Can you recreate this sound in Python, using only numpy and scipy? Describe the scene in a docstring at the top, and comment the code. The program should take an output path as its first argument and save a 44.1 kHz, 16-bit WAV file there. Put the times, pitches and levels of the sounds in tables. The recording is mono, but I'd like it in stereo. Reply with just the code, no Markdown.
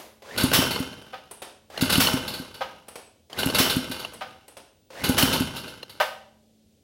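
"""A small single-cylinder engine is cranked four times for a compression test; it never fires.
A rustle fades over room air and a faint hum. At each pull the rope zips out, the works spin up and the
pawls catch; the cylinder puffs three or four times, and one gush of air sets the cooling fins ringing.
Clacking and clinking, the engine coasts down; the rope rewinds and the handle knocks home, hardest
after the last pull. A hard-walled workshop reverberates."""
import sys
import numpy as np
from scipy import signal
from scipy.fft import rfft, irfft, next_fast_len
from scipy.io import wavfile

SR = 44100
rng = np.random.default_rng(int(sys.argv[2]) if len(sys.argv) > 2 else 0)


def transcribe(signal):
    """Save signal, clipped to [-1, 1], as a 16-bit WAV file at the path in sys.argv[1]."""
    frames = np.atleast_2d(signal).T
    limited = np.clip(frames, -1, 1)
    pcm = np.round(limited * 32767).astype(np.int16)
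    wavfile.write(sys.argv[1], SR, pcm)


N = 301423


def amp(db):
    """Decibels to amplitude ratio."""
    return 10 ** (np.asarray(db) / 20)

def unit(x):
    """Normalisation to rms 1."""
    return x / np.sqrt(np.mean(x ** 2) + 1e-20)

def along(points, hz):
    """Interpolation of (frequency_hz, value) points on a log frequency axis."""
    f, v = np.transpose(points)
    return np.interp(np.log(hz + 1), np.log(f + 1), v)

def filtered(x, response):
    """Linear filtering: the spectrum of x times a frequency response."""
    size = x.shape[-1]
    padded = next_fast_len(size + 8192)
    return irfft(rfft(x, padded) * response(np.fft.rfftfreq(padded, 1 / SR)), padded)[..., :size]

def noise(spectrum, spread):
    """Partly coherent stereo noise of a given spectrum, at rms 1; spread weights each side's own part."""
    white = rng.standard_normal(N) + spread * rng.standard_normal((2, N))
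    return unit(filtered(white, lambda hz: amp(along(spectrum, hz))))

def add(track, start_s, sound):
    """Superposition of a sound on a track."""
    start = max(round(start_s * SR), 0)
    part = track[..., start:start + sound.shape[-1]]
    part += sound[..., :part.shape[-1]]

def bursts(times, levels_db, t60_s, rise_s):
    """Incoherent addition: the envelope of decaying blows whose powers sum."""
    power, t = np.zeros(N), np.arange(SR) / SR
    shape = (1 - np.exp(-(t / rise_s) ** 2)) * amp(-60 * t / t60_s)
    for s, db in np.broadcast(times, levels_db):
        add(power, s, (amp(db) * shape / shape.max()) ** 2)
    return np.sqrt(power)

def ring(modes, onset_s=0.00082, stretch=1, uneven_db=0):
    """Modal impulse response: damped sinusoids, with random phases on each side."""
    t = np.arange(SR) / SR
    tones = np.zeros((2, SR))
    for hz, db, t60 in modes:
        phase = 2 * np.pi * hz * stretch * t + rng.normal(0, 1.0, (2, 1))
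        tones += amp(db + uneven_db * rng.standard_normal() - 60 * t / t60) * np.sin(phase)
    return tones * (1 - np.exp(-(t / onset_s) ** 2))

def ringing(x, modes):
    """Forced vibration: the response of the modes to x, scaled to the strength of x."""
    return unit(signal.fftconvolve(x, ring(modes), axes=1)[:, :N]) * x.std()

def struck(blows, modes, onset_s, detune, uneven_db):
    """Free vibration: each blow lands on a new spot and excites the modes at new strengths."""
    out = np.zeros((2, N))
    for s, db in blows:
        sound = ring(modes, onset_s, 1 + detune * rng.standard_normal(), uneven_db)
        add(out, s, amp(db) * sound / np.abs(sound).max())
    return out


# spectra of room air, dull contact and bright hiss: frequency_hz, density_db
AIR_SPECTRUM = [(20, -18.5), (80, 3.5), (130, -5.5), (300, -9), (600, -12.5), (1000, -34), (2000, -31.5),
                (3200, -24), (8000, -26), (16000, -33)]
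DULL_SPECTRUM = [(100, -21), (300, -12), (550, -3.5), (1400, -17), (2200, -16), (5000, -20), (14000, -31.5)]
BRIGHT_SPECTRUM = [(4000, -31.5), (6500, -2), (8400, -1.5), (9500, 5), (12000, 4.5), (16000, -4)]
# envelope of the hum: time_s, level_db
HUM_LEVELS = [(0, -64), (6, -75), (6.13, -60), (6.74, -61.5), (6.8, -72)]

def background(hum_hz=219, rustle_t60_s=0.53):
    """Noise floor: steady room air, a faint pure tone and an exponentially decaying rustle."""
    t = np.arange(N) / SR
    air = amp(-62) * noise(AIR_SPECTRUM, spread=0.46)
    hum = amp(np.interp(t, *np.transpose(HUM_LEVELS))) * np.sin(2 * np.pi * hum_hz * t)
    rustle = amp(-40.5) * noise(DULL_SPECTRUM, spread=1) + amp(-49.5) * noise(BRIGHT_SPECTRUM, spread=.8)
    return air + hum + rustle * amp(-60 * t / rustle_t60_s)


# pulls of the rope: taut_s, catch_s, top_speed_s, effort_db, rope_db, coasting_loss_db_per_s
ROPE_PULLS = [(0.2202, 0.3764, 0.54, 1, -40, 51), (1.699, 1.809, 2.034, -1, -39, 45.5),
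              (3.297, 3.3866, 3.585, -2, -41.5, 39.5), (4.902, 5.0386, 5.31, 1, -38, 54)]
# spectrum of small rattling contacts: frequency_hz, density_db
RATTLE_SPECTRUM = [(100, -39), (250, 4), (450, 9.5), (1400, 2.5), (2100, -3.5), (2900, 1.5), (4400, -5.5),
                   (5400, -4.5), (7800, -17), (9800, -9), (13000, -14.5), (16000, -19)]

def rope(top_tick_hz=2100, jitter_hz=230, snap_db=-43):
    """Sliding friction: the rope snaps taut and its braid ticks over the guide, faster with speed."""
    ticks, rub = np.zeros(N), np.zeros(N)
    for start, catch, _, _, db, _ in ROPE_PULLS:
        progress = np.linspace(0, 1, int((catch - start) * SR))
        tick_hz = top_tick_hz * (.25 + .75 * np.sin(progress * np.pi / 2))
        phase = 2 * np.pi * np.cumsum(tick_hz) / SR
        braid = np.sin(phase) + 0.29 * np.sin(2 * phase)
        uneven = unit(filtered(rng.standard_normal(SR // 2), lambda hz: np.exp(-(hz / jitter_hz) ** 2)))
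        level = amp(db) * np.sqrt(progress) * np.clip(8 * (1 - progress), 0, 1)
        add(ticks, start, level * np.sqrt(progress) * uneven[:len(progress)] * braid)
        add(rub, start, level)
    snap = bursts([pull[0] for pull in ROPE_PULLS], snap_db, t60_s=0.073, rise_s=0.0021)
    rasp = amp(-1) * noise(DULL_SPECTRUM, spread=1) + amp(-20) * noise(RATTLE_SPECTRUM, spread=.8)
    return ticks + np.hypot(rub, snap) * rasp


def works(impacts_per_s=190, grain_s=.0025):
    """Impact noise: reel, gears and fan rattle and the crankcase shakes the bench, louder with speed."""
    engage_s, hold_s, coast_s, stop_s = .07, 0.028, 0.5, .4
    engage_db, spin_up_db = 28, 4.5  # rises before and after the pawls catch
    t, drive = np.arange(N) / SR, np.zeros(N)
    for _, catch, top, effort_db, _, loss in ROPE_PULLS:
        start, slow = catch - engage_s, top + hold_s + coast_s
        speed_db = np.interp(t, [start, catch, top, top + hold_s, slow],
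                             [-spin_up_db - engage_db, -spin_up_db, 0, 0, -loss * coast_s])
        turning = np.interp(t, [start - .02, start, slow, slow + stop_s], [0, 1, 1, 0])
        drive += turning * amp(effort_db + speed_db)
    impacts = (rng.random(N) < impacts_per_s / SR) * amp(4 * rng.standard_normal(N).clip(-2, 2))
    grain = unit(.2 + signal.lfilter([1], [1, -np.exp(-1 / (grain_s * SR))], impacts))
    rattle = amp(-28) * drive * grain * noise(RATTLE_SPECTRUM, spread=0.46)
    return rattle, bench_rumble(drive)


# spectrum of the shaken bench: frequency_hz, density_db
RUMBLE_SPECTRUM = [(20, -24), (45, -8), (100, -2.5), (170, -4), (260, -2.5), (450, -24), (1500, -99.5)]

def bench_rumble(drive):
    """Structure-borne sound: the bench radiates low noise in proportion to its drive."""
    return amp(-30.5) * drive * noise(RUMBLE_SPECTRUM, spread=0.35)


# clacks of valve gear and reel: start_s, level_db
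CLACK_BLOWS = [(.406, -13), (.707, -14.5), (1.8968, -8), (1.9237, -6), (2.2772, -18.5), (2.3363, -20.5),
               (2.541, -30.5), (3.5456, -8.5), (3.6973, -10.5), (3.912, -20), (3.9932, -24.5),
               (5.3294, -10.5), (5.5627, -21.5), (5.6762, -29.5), (5.8943, -31.5)]
# spectrum of a clack: frequency_hz, density_db
CLACK_SPECTRUM = [(900, -5.5), (2000, -7), (2900, -4.5), (4400, 0.5), (5500, -10.5), (7500, -24),
                  (12000, -52.5)]

def clacks(catch_db=-11, early_s=0.0006):
    """Broadband transients: pawls catch, and valve gear and reel strike in clusters of metal contacts."""
    catches = [(catch, catch_db + effort_db) for _, catch, _, effort_db, _, _ in ROPE_PULLS]
    times, db = np.transpose(CLACK_BLOWS + catches)
    clack = amp(-11) * noise(CLACK_SPECTRUM, spread=1)
    edge = amp(-15) * noise(BRIGHT_SPECTRUM, spread=0.87)
    knock = amp(-20.5) * noise(DULL_SPECTRUM, spread=0.22)
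    return bursts(times - early_s, db, t60_s=0.14, rise_s=0.0021) * (clack + edge + knock)


# crankcase modes: pitch_hz, level_db, t60_s
CRANKCASE_MODES = [(1532, -0.5, 0.017), (2132, -8.5, 0.077), (3058, 1.5, 0.026), (3398, -6.5, 0.033),
                   (4547, -0.5, 0.02), (7000, -12, .04), (9800, -9.5, .012), (11800, -10.5, 0.022)]

def crankcase(contacts):
    """Resonance: metal contacts drive the modes of the crankcase."""
    return amp(-7) * ringing(contacts, CRANKCASE_MODES)


# releases of the cylinder's charge: start_s, level_db
CYLINDER_PUFFS = [(0.4406, -9.5), (0.5904, -12), (0.804, -17.5), (1.8254, -11), (1.9821, -10),
                  (2.141, -13.5), (2.4, -26), (3.4633, -13.5), (3.602, -14.5), (3.7677, -13),
                  (3.902, -26.5), (5.096, -10.5), (5.2337, -9.5), (5.4074, -13)]

def puffs(cavity_hz=260, bench_hz=178, t60_s=0.15, lead_s=.007):
    """Cavity resonance: the valve spits, then one pressure swing leaves muffler and bench ringing."""
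    out = np.zeros(N)
    t = np.arange(SR // 3) / SR - lead_s
    swing = -np.exp(-(t / .0011) ** 2) + .75 * np.exp(-((t - .0024) / .0013) ** 2)
    swell = np.clip(t / 0.0036 + .5, 0, 1)
    boom = -np.cos(2 * np.pi * bench_hz * t) * amp(-20 - 60 * t / t60_s)
    times, puff_db = np.transpose(CYLINDER_PUFFS)
    for s, db, detune in zip(times, puff_db, rng.normal(0, 0.0073, len(times))):
        cavity = -np.cos(2 * np.pi * cavity_hz * (1 + detune) * t) * amp(-3.5 - 60 * t / t60_s)
        add(out, s - lead_s, amp(db) * (amp(-3) * swing + swell * (cavity + boom)))
    speeding_up = [any(catch < s < top for _, catch, top, *_ in ROPE_PULLS) for s in times]
    spit_db = puff_db + np.where(speeding_up, -10.5, -15)
    spit = bursts(times - lead_s, spit_db, t60_s=0.054, rise_s=0.00061)
    return out, spit * noise(BRIGHT_SPECTRUM, spread=0.92)


# gushes of air, one near each pull's top speed: start_s, level_db
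AIR_GUSHES = [(.531, -10.5), (1.998, -12), (3.583, -12), (5.177, -12)]
# spectrum of a broad hiss: frequency_hz, density_db
HISS_SPECTRUM = [(100, -14.5), (500, -6.5), (1400, -1), (2100, -5), (3000, -1.5), (5600, -5.5), (7300, -10),
                 (7850, -6), (8400, -11), (9500, -6.5), (12200, -6), (13500, -11), (14200, -6.5),
                 (16000, -5.5)]
# air passage modes: pitch_hz, level_db, t60_s
PASSAGE_MODES = [(780, -5, 0.05), (1340, -8.5, 0.039), (3170, 6.5, 0.025), (5460, -7, 0.16),
                 (5690, -2.5, 0.036), (6280, 3.5, 0.014), (8000, -12, 0.013), (9100, -5, 0.059),
                 (12000, -5.5, .035), (13000, -3.5, 0.012), (15500, 1, 0.008)]

def gushes():
    """Jet noise: air hisses through a valve, rings its passage and fades as the pressure evens out."""
    times, db = np.transpose(AIR_GUSHES)
    jet = bursts(times, db, t60_s=0.37, rise_s=0.0035) * noise(HISS_SPECTRUM, spread=.9)
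    return amp(-2.5) * jet + amp(-12) * ringing(jet, PASSAGE_MODES)


# cooling fin modes: pitch_hz, level_db, t60_s
FIN_MODES = [(3020, -2.5, 0.7), (3079, -3.5, 1.15), (4430, -8.5, 0.39), (5530, -5, 0.68),
             (5700, -9.5, 0.32)]

def fins(clatter):
    """Sympathetic vibration: each gush, and more weakly the clatter, rings the lightly damped fins."""
    blown = struck(AIR_GUSHES, FIN_MODES, onset_s=.03, detune=.001, uneven_db=1.5)
    return amp(-10) * blown + amp(-24) * ringing(clatter, FIN_MODES)


# clinks of a loose starter pawl: start_s, level_db
PAWL_CLINKS = [(.7593, -15), (.9274, -33.5), (1.7755, -16), (1.955, -8), (2.0702, -7.5), (3.3288, -24),
               (3.431, -11.5), (3.4988, -15.5), (4.0475, -19), (5.2252, -6.5), (5.8288, -22)]
# pawl modes: pitch_hz, level_db, t60_s
PAWL_MODES = [(2940, -0.5, 0.017), (4353, -9, 0.032), (6700, -12, 0.0097), (9830, -13, 0.012),
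              (13200, -18.5, 0.005)]

def pawl():
    """Impact excitation: a loose pawl pings briefly, with a scrape of steel on steel."""
    times, db = np.transpose(PAWL_CLINKS)
    ping = struck(PAWL_CLINKS, PAWL_MODES, onset_s=.0015, detune=.025, uneven_db=3)
    scrape = bursts(times, db, t60_s=0.026, rise_s=0.0025) * noise(RATTLE_SPECTRUM, spread=.6)
    return amp(-3) * ping + amp(-11) * scrape


# jerks as the reel takes up slack: start_s, jingle_db, knock_db
REEL_JERKS = [(1.017, -58, -53), (1.310, -39.5, -45), (1.419, -41.5, -36), (2.882, -42.5, -45),
              (2.955, -42.5, -39.5), (4.134, -44.5, -46), (4.479, -47, -50), (4.568, -49, -43.5)]
# recoil spring modes: pitch_hz, level_db, t60_s
SPRING_MODES = [(3050, -3, .15), (5650, -13.5, 0.087), (8030, -1, 0.048), (8640, -2, 0.047),
                (9400, -2.5, 0.064), (10050, -6, 0.032), (14300, -12, 0.024)]

def rewind():
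    """Impulsive loading: the rope jerks the reel, which knocks and ticks; the tick rings its spring."""
    times, jingle_db, knock_db = np.transpose(REEL_JERKS)
    tick = bursts(times, jingle_db, t60_s=0.048, rise_s=0.0018) * noise(BRIGHT_SPECTRUM, spread=.9)
    knock = bursts(times, knock_db - 3.5, t60_s=0.32, rise_s=.003) * noise(RATTLE_SPECTRUM, spread=0.63)
    thud = bursts(times, knock_db + 3.5, t60_s=0.077, rise_s=0.001) * noise(DULL_SPECTRUM, spread=0.17)
    return tick + amp(4.5) * ringing(tick, SPRING_MODES) + knock + thud


# landings of the handle on the starter housing: start_s, level_db
HANDLE_LANDINGS = [(1.131, -31.5), (2.608, -23.5), (4.209, -27), (6, -14.5)]
# spectrum of the slap: frequency_hz, density_db
SLAP_SPECTRUM = [(150, -35.5), (350, -24), (540, -1), (800, -2.5), (1500, -4.5), (2100, -8.5), (3000, -7),
                 (5400, -19), (8000, -34), (16000, -31.5)]
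# starter housing modes: pitch_hz, level_db, t60_s
HOUSING_MODES = [(520.4, 4, 0.063), (618, -1.5, 0.08), (772, -27.5, 0.13), (777.8, 4, 0.095),
                 (969, -1.5, .07), (1244, -1, 0.11), (1543, 1, 0.07), (1930, -5, 0.026), (2940, -7, 0.044)]

def handle(rock_s=0.0074):
    """Shell vibration: the handle slaps the housing, rocks once more and leaves it ringing."""
    times, db = np.transpose(HANDLE_LANDINGS)
    first = bursts(times, db - 6, t60_s=0.062, rise_s=0.0005)
    second = bursts(times + rock_s, db - 5.5, t60_s=0.17, rise_s=0.002)
    slap = np.hypot(first, second) * noise(SLAP_SPECTRUM, spread=0.99)
    crack_db = 2 * db - db.max() - 16  # square law: only a hard landing cracks brightly
    crack = bursts(times, crack_db, t60_s=0.33, rise_s=.001) * noise(HISS_SPECTRUM, spread=1)
    shell = struck(HANDLE_LANDINGS, HOUSING_MODES, onset_s=0.0072, detune=0.0066, uneven_db=-1.5)
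    return slap + crack + amp(6) * shell


def bench_echoes(x, echo_db=-14, count=6):
    """Early reflections: the steel bench top and its clutter return close echoes to each side."""
    taps = np.zeros((2, SR // 100))
    taps[:, 0] = 1
    for side in taps:
        side[rng.integers(20, len(side), count)] = amp(echo_db) * rng.choice([-1, 1], count)
    return signal.fftconvolve(x, taps / np.linalg.norm(taps[0]), axes=1)[:, :N]


# reverberation times of the workshop: frequency_hz, t60_s
ROOM_DECAY = [(80, 0.9), (250, 0.36), (450, .5), (720, 0.64), (1100, 0.46), (3000, 0.5), (8000, 0.48),
              (16000, 0.18)]

def workshop(x, build_s=0.021):
    """Diffuse reverberation: a noise tail for each side, each frequency decaying at its own rate."""
    hz, t, spectra = signal.stft(rng.standard_normal((2, SR)), SR, nperseg=256)
    decay = amp(-60 * t / along(ROOM_DECAY, hz)[:, None])
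    _, tail = signal.istft(spectra * decay, SR, nperseg=256)
    tail *= np.clip(np.arange(tail.shape[1]) / SR / build_s, 0, 1)
    return signal.fftconvolve(x, tail / np.linalg.norm(tail[0]), axes=1)[:, :N]


# stereo balance: frequency_hz, left_minus_right_db
STEREO_BALANCE = [(60, 0.5), (250, -3), (600, -5), (3500, -7.5), (6000, -7.5), (8000, -2.5), (12000, -5)]

def direction(hz, lead_s=2 / SR):
    """Level and phase cues: louder on the right above the deep bass, slightly earlier on the left."""
    side = np.array([[.5], [-.5]])
    phase = np.minimum(2 * np.pi * hz * lead_s, np.pi / 2)
    return amp(side * along(STEREO_BALANCE, hz)) * np.exp(1j * phase * side)


def scene():
    """Superposition: the direct sound of engine, rope and handle plus the reverberant field."""
    rattle, rumble = works()
    puff, spit = puffs()
    contacts = rattle + clacks()
    metal = bench_echoes(contacts + crankcase(contacts) + spit) + rewind()
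    hiss = gushes() + rope()
    low = puff + rumble
    knock = handle()
    room = workshop(amp(-5) * metal + amp(-10) * hiss + amp(-17.5) * low + amp(-9) * knock)
    sound = metal + pawl() + fins(metal) + hiss + low + knock + room + background()
    return filtered(sound, direction)

def record(dry, bass_hz=65, top_hz=15800):
    """Band limiting: a small microphone thins the deep bass, and nothing above top_hz is kept."""
    return filtered(dry, lambda hz: 1j * hz / (bass_hz + 1j * hz) * (hz < top_hz))


dry = scene()
out = record(dry)
transcribe(out)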